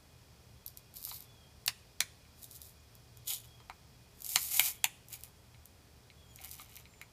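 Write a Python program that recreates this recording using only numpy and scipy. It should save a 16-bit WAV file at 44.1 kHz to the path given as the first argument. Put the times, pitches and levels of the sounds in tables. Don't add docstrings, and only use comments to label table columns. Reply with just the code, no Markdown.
import sys
import numpy as np
from scipy import signal
from scipy.fft import rfft, irfft
from scipy.io import wavfile

SR = 44100
rng = np.random.default_rng(int(sys.argv[2]) if len(sys.argv) > 2 else 0)


def log_audio(samples):
    frames = np.atleast_2d(samples).T
    limited = np.clip(frames, -1, 1)
    pcm = np.round(limited * 32767).astype(np.int16)
    wavfile.write(sys.argv[1], SR, pcm)


N = 313992
TIME = np.arange(N) / SR

# start in seconds, end in seconds, basic hits per second,
# lower resonance in Hz, its boost in dB, upper resonance in Hz, its boost in dB.
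BOUTS = [(.5, 1.597, 5100, 4430, 5.5, 12060, 8.5), (1.6, 3.1, 3900, 3650, 2.5, 11500, -2.5),
         (3.11, 3.99, 2700, 3370, 10, 6860, 6), (4, 5.0, 3400, 7000, 1.5, 11700, 4),
         (5.0, 6.003, 2200, 2680, -0.5, 7040, 1.5), (5.997, 7.203, 1400, 2450, -2.5, 5960, 5)]
# frequency in Hz, relative level in dB.
BALL = [(300, -37), (1500, -45), (2600, -24), (3600, -7), (5500, -0.5), (8000, 0.5), (10000, 3.5),
        (12200, 10), (15500, 5.5)]


def amp(db):
    return 10 ** (np.asarray(db) / 20)


def unit(x):
    return x / np.sqrt(np.mean(abs(x) ** 2) + 1e-20)


def read(points, hz):
    f, value = np.transpose(points)
    return np.interp(np.log(hz + 1), np.log(f), value)


def add(mix, s, sound):
    part = mix[round(s * SR):][:len(sound)]
    part += sound[:len(part)]


def bins(size=2048):
    return np.fft.rfftfreq(size, 1 / SR) + 1


def hump(centre_hz, octaves):
    distance = np.log2(bins() / centre_hz) / octaves
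    return np.exp(-.5 * distance ** 2)


def ring(gain):
    cepstrum = irfft(np.log(np.maximum(gain / gain.max(), 1e-5)))
    half = len(cepstrum) // 2
    cepstrum[1:half] *= 2
    cepstrum[half + 1:] = 0
    response = irfft(np.exp(rfft(cepstrum)))
    return response / np.linalg.norm(response)


def coloured(x, points):
    gain = amp(read(points, bins()))
    return signal.fftconvolve(x, ring(gain) * np.sqrt(np.mean(gain ** 2)))


def noise(gain_at):
    spectrum = rfft(rng.standard_normal(N))
    return unit(irfft(spectrum * gain_at(np.fft.rfftfreq(N, 1 / SR)), N))


def cracks(gain_db=12.0, focus_db=7, dead_db=10, fade_ms=1.0, rebound_db=-7, jolt_db=-29):
    # time in seconds, level in dB before the common gain, metal contact in ms, rebound delay in ms,
    # lower ring in Hz, upper ring in Hz, dead band in Hz, stock thump in dB, tilt in dB per octave.
    crack_rows = [(1.663, -22, 0.26, 0.46, 4400, 12600, 2400, -27, 10),
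                  (1.678, -12.5, 4.1, 1.1, 4250, 5200, 2200, -11, 0.5),
                  (2.0044, -11.5, 2.53, 1.17, 3900, 6000, 2620, -20, 0.5),
                  (4.358, -8.5, 3.2, 0.96, 4370, 6600, 2230, -5, 0),
                  (4.595, -7, 1.4, 1.31, 3330, 12300, 5500, 2.5, 2.5),
                  (4.8416, -9, 2.87, 1.14, 3164, 6260, 5550, 9.5, 3)]
    out = np.zeros(N)
    for s, db, contact_ms, rebound_ms, lower_hz, upper_hz, dead_hz, thump_db, tilt_db in crack_rows:
        place_db = focus_db * (hump(lower_hz, .14) + hump(upper_hz, .12)) - dead_db * hump(dead_hz, .13)
        octaves_up = np.log2(np.maximum(bins(), 800) / 4000)
        colour_db = place_db + thump_db * hump(854, 0.15) + tilt_db * octaves_up
        jolt = amp(jolt_db) * hump(460, 0.79) * amp(thump_db / 2)
        body = ring(rifle() * amp(colour_db) + jolt)
        blow = amp(db + gain_db) * signal.fftconvolve(chatter(contact_ms, fade_ms), body)
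        add(out, s, blow)
        add(out, s + rebound_ms / 1e3, amp(rebound_db) * blow)
    return out


def chatter(contact_ms, fade_ms, size=2048, count=14):
    ms = np.arange(size) * 1e3 / SR
    envelope = np.exp(-np.maximum(ms - contact_ms, 0) / fade_ms)
    force = rng.standard_normal(size) * envelope
    for _ in range(count):
        spectrum = rfft(force * np.sqrt(envelope))
        force = irfft(spectrum / (abs(spectrum) + 1e-9))
    force *= np.sqrt(np.sqrt(envelope))
    return force / np.linalg.norm(force)


def rifle():
    # frequency in Hz, width in Hz, relative level in dB.
    modes = [(775, 136, 3.5), (1210, 300, -2), (1660, 550, -10.5), (2315, 515, 10.5), (3010, 350, 2.5),
             (3290, 270, -3.5), (3900, 880, -1), (4870, 1050, -2), (6950, 1100, 0), (7940, 1200, -1.5),
             (9430, 230, 2), (10300, 770, -3), (11300, 410, -6), (13230, 1030, -2.5), (15500, 800, -3.5)]
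    f = bins()
    power = 0
    for hz, width, db in modes:
        detuning = (f * f - hz * hz) / (f * width)
        power = power + amp(db) ** 2 / (1 + detuning ** 2)
    return np.sqrt(power)


def magazine(x):
    out = np.zeros(N)
    for start, end, _, lower_hz, lower_db, upper_hz, upper_db in BOUTS:
        gain = amp(lower_db * hump(lower_hz, 0.22) + upper_db * hump(upper_hz, 0.043))
        tube = ring(gain) * np.sqrt(np.mean(gain ** 2))
        bout = x[round(start * SR):round(end * SR)]
        add(out, start, signal.fftconvolve(bout, tube))
    return out


def rolling(clatter_db=-2.0, rumble_db=-1, rumble_density=2.7):
    # frequency in Hz, relative level in dB.
    tube_colour = [(200, -21), (750, 1), (1000, 1.5), (1350, 1), (2200, -8), (3200, 3), (5000, -0.5),
                   (15000, -9)]
    surge_db, surge_hz = 1.6, 45.4
    surge = surge_db * noise(lambda f: np.exp(-(f / surge_hz) ** 2))
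    clatter, rumble = slide_level() + surge
    start, _, per_s = np.transpose(BOUTS)[:3]
    per_s = per_s[np.searchsorted(start, TIME) - 1]
    balls = collisions(BALL, clatter + clatter_db, per_s, size_db=-4.0, ringing=1.0)
    wall = collisions(tube_colour, rumble + rumble_db, rumble_density * per_s, size_db=3, ringing=1.7)
    return balls + wall + strays(clatter)


def slide_level():
    # time of full speed in seconds, speeding up in seconds, running in seconds,
    # clatter in dB before later gains, rumble of the tube relative to the clatter in dB.
    slide_rows = [(.678, 0.013, .006, -62, -35), (.962, 0.021, 0.034, -52, -19),
                  (1.057, 0.035, 0.1, -47, -18.5), (1.19, .05, .04, -64, -5),
                  (2.432, 0.071, 0.0096, -53.5, -28), (2.514, 0.026, 0.039, -53, -32),
                  (2.625, 0.065, 0.047, -54, -33), (3.277, 0.013, 0.063, -38, -19),
                  (3.302, .03, 0.0073, -33.5, -16.5), (3.436, 0.013, 0.011, -61, -12),
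                  (4.305, 0.088, .17, -39, -18), (4.551, 0.18, 0.072, -32.5, -16),
                  (4.644, 0.14, 0.036, -33, -12.5), (5.128, 0.045, 0.0071, -45, -9.5),
                  (5.238, 0.021, 0.0043, -53.5, -8), (6.446, 0.092, 0.0035, -47.5, -6.5),
                  (6.513, 0.02, 0.025, -48, -11.5), (6.596, 0.038, 0.0053, -47.5, -4),
                  (6.695, 0.023, 0.099, -62.5, -1)]
    speed_up_db, settle_db_per_s = 19.5, 314
    clatter = rumble = amp(-120.)
    for s, rise_s, run_s, db, below_db in slide_rows:
        speeding = speed_up_db * np.maximum(s - TIME, 0) / rise_s
        settling = settle_db_per_s * np.maximum(TIME - s - run_s, 0)
        level = amp(np.maximum(db - speeding - settling, -200))
        clatter = np.maximum(clatter, level)
        rumble = np.maximum(rumble, level * amp(below_db))
    return 20 * np.log10(clatter), 20 * np.log10(rumble)


def collisions(colour, level_db, per_s, size_db, ringing, count=16):
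    rate = per_s * amp(.6 * np.clip(level_db + 36, -30, 6))
    size = unit(amp(size_db * np.minimum(rng.exponential(1, N), 2.5)))
    struck = rng.random(N) < rate / SR
    hits = size * rng.choice([-1, 1], N) * struck * np.sqrt(SR / rate) * amp(level_db)
    place = rng.integers(0, count, N)
    out = np.zeros(N)
    for k in range(count):
        out += signal.oaconvolve(hits * (place == k), contact(colour, ringing))[:N]
    return out


def contact(colour, ringing, count=24):
    place_db = 3 * np.interp(bins(), np.linspace(0, SR / 2, count), rng.standard_normal(count))
    return ring(rifle() ** ringing * amp(read(colour, bins()) + place_db))


def strays(clatter_db, follow=0.73, spread_db=3, resting_db=-72):
    strays_per_s, stray_db = 75, 2.5
    out = np.zeros(N)
    happens = (rng.random(N) < strays_per_s / SR) & (clatter_db > resting_db)
    for at in np.flatnonzero(happens):
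        size = amp(stray_db + follow * clatter_db[at] + spread_db * rng.standard_normal())
        force = chatter(contact_ms=1.2, fade_ms=0.45)
        add(out, at / SR, size * signal.fftconvolve(force, contact(BALL, ringing=1.0)))
    return out


def ticks(gain_db=9.5):
    # time in seconds, level in dB before the common gain.
    tick_rows = [(0.6624, -27.5), (0.6784, -33.5), (0.7726, -31.5), (0.9403, -41.5), (0.9677, -33.5),
                 (1.0271, -33), (1.0395, -31), (1.0505, -23.5), (1.1434, -35), (1.2047, -34), (1.2241, -41),
                 (2.4309, -32.5), (2.4414, -32.5), (2.5112, -35.5), (2.6165, -31.5), (2.9522, -40.5),
                 (3.1712, -39.5), (3.3037, -24), (3.3348, -21.5), (4.2058, -37), (4.2198, -30),
                 (4.2453, -26), (4.2632, -24.5), (4.2911, -23.5), (5.0848, -37.5), (5.1282, -28.5),
                 (5.2081, -40), (5.2355, -28), (5.656, -36.5), (6.3589, -35.5), (6.4458, -29.5),
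                 (6.4916, -36), (6.5126, -29.5), (6.7555, -36), (6.7654, -32.5), (7.0145, -36)]
    bounce_s, bounce_db = .015, -19.5
    out = np.zeros(N)
    for s, db in tick_rows:
        force = chatter(contact_ms=2.1, fade_ms=0.72)
        tick = amp(db + gain_db) * signal.fftconvolve(force, contact(BALL, ringing=0.74))
        add(out, s, tick)
        add(out, s + bounce_s * rng.uniform(0.81, 1.7), amp(bounce_db) * tick)
    return out


def knocks(gain_db=16, focus_db=19):
    # time in seconds, level in dB before the common gain, centre in Hz, breadth in octaves.
    knock_rows = [(1.072, -49, 1090, 0.51), (1.112, -37.5, 4180, 0.45), (1.115, -40.5, 1000, 0.39),
                  (2.251, -55.5, 2700, .6), (3.602, -50, 1050, 0.35), (3.698, -33.5, 920, 0.77),
                  (5.545, -53, 2420, 1), (6.101, -47.5, 2790, 1), (6.388, -46.5, 2274, 0.92),
                  (6.402, -48.5, 758, 0.25), (6.597, -40, 1150, 0.18), (6.771, -44.5, 2700, 0.96),
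                  (6.855, -48, 2840, 1), (6.936, -54.5, 2230, 0.6), (7.014, -38.5, 1800, 0.78)]
    # frequency in Hz, breadth in octaves, boost in dB.
    stock_rows = [(1250, 0.12, 3), (3040, 0.017, 3), (3380, 0.087, 1), (4100, 0.083, 12.5)]
    stock_db = sum(db * hump(hz, octaves) for hz, octaves, db in stock_rows)
    out = np.zeros(N)
    for s, db, hz, octaves in knock_rows:
        dulling_db = 2.0 * np.log2(np.maximum(bins() / hz, 1))
        body = ring(rifle() * amp(stock_db + focus_db * hump(hz, octaves) - dulling_db))
        force = chatter(contact_ms=1.2, fade_ms=2.2)
        add(out, s, amp(db + gain_db) * signal.fftconvolve(force, body))
    return out


def surroundings(x, wall_db, wall_s, wall_t60, yard_db):
    # frequency in Hz, level in dB.
    wall_colour = [(150, 13), (700, -5), (1100, 0), (1450, 2.5), (1800, 0), (2200, 5), (2900, -7.5),
                   (4000, -5), (6000, -6), (10000, -6), (15000, -6.5)]
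    # frequency in Hz, level in dB.
    yard_colour = [(150, 5), (750, -7), (2500, -3.5), (5000, -7), (10000, -2.5), (15000, -17)]
    # frequency in Hz, time in seconds.
    yard_t60 = [(200, 0.74), (2500, 0.54), (7000, 0.4), (15000, 0.44)]
    t = np.arange(SR // 2) / SR
    fade = amp(-60 * np.maximum(t - wall_s, 0) / wall_t60)
    early = rng.standard_normal(len(t)) * np.minimum(t / wall_s, 1) ** 0.11 * fade
    growing = rng.standard_normal(len(t)) * np.minimum(t / 0.033, 1)
    hz, frame_s, z = signal.stft(growing, SR, nperseg=256)
    decay = amp(-60 * frame_s / read(yard_t60, hz)[:, None])
    late = signal.istft(z * decay, SR, nperseg=256)[1][:len(t)]
    wall = amp(wall_db) * coloured(early / np.linalg.norm(early), wall_colour)
    yard = amp(yard_db) * coloured(late / np.linalg.norm(late), yard_colour)
    return signal.fftconvolve(x, wall + yard)[:N]


def background(air_db=-61.5):
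    # frequency in Hz, relative level in dB per Hz.
    air_colour = [(20, -39), (34, -8), (122, -4), (183, -10.5), (354, -18.5), (383, -16), (413, -14),
                  (506, -18.5), (670, -18), (1440, -24.5), (5280, -28.5), (7350, -29.5), (15000, -33.5)]
    # frequency in Hz, width in Hz, level in dB before any swell.
    drone_rows = [(74.7, 11.6, -67), (118.9, 7.4, -67.5), (2462, 56, -85.5), (3320, 69, -86),
                  (4970, 2000, -78)]
    # time in seconds, boost in dB.
    swell_points = [(0, 4.5), (1.5, 6.5), (3.5, 6), (5.5, 3), (7.1, 3)]
    out = amp(air_db) * noise(lambda f: amp(read(air_colour, f)))
    swell = amp(np.interp(TIME, *np.transpose(swell_points)))
    for hz, width, db in drone_rows:
        band = noise(lambda f: 1 / (1 + ((f - hz) / width * 2) ** 2))
        out += amp(db) * band * (swell if hz > 1000 else 1)
    return out


def birds(blur_hz=45, gain_db=0.5, quaver=0.0083, quaver_hz=70):
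    # start in seconds, length in seconds, start pitch in Hz, end pitch in Hz,
    # level in dB before the common gain.
    whistle_rows = [(1.221, 0.3, 3520, 3140, -66.5), (2.75, .07, 6960, 6900, -75),
                    (3.365, 0.34, 3460, 3140, -68.5), (4.67, 0.25, 3450, 3220, -66),
                    (6.109, 0.32, 3430, 3160, -70), (6.225, 0.24, 7450, 6300, -71),
                    (6.84, 0.27, 7360, 6950, -71)]
    out = np.zeros(N)
    for s, length, start_hz, end_hz, db in whistle_rows:
        glide = np.geomspace(start_hz, end_hz, round(length * SR))
        wobble = noise(lambda f: np.exp(-(f / quaver_hz) ** 2))[:len(glide)]
        hz = glide * (1 + quaver * wobble)
        tone = np.sin(2 * np.pi * np.cumsum(hz) / SR)
        add(out, s, amp(db + gain_db) * tone * signal.windows.tukey(len(hz), .6))
    waver = noise(lambda f: np.exp(-(f / blur_hz) ** 2))
    return out * amp(3 * waver)


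def scene():
    gun = cracks() + knocks() + magazine(ticks() + rolling())
    echoes = surroundings(gun, wall_db=-3.5, wall_s=0.01, wall_t60=0.078, yard_db=-18)
    return (gun + echoes + background() + birds())[None]


def record(dry):
    edge_hz = 15380
    lowpass = signal.firwin(511, edge_hz, window=("kaiser", 9), fs=SR)
    return signal.oaconvolve(dry, lowpass[None], "same")


dry = scene()
out = record(dry)
log_audio(out)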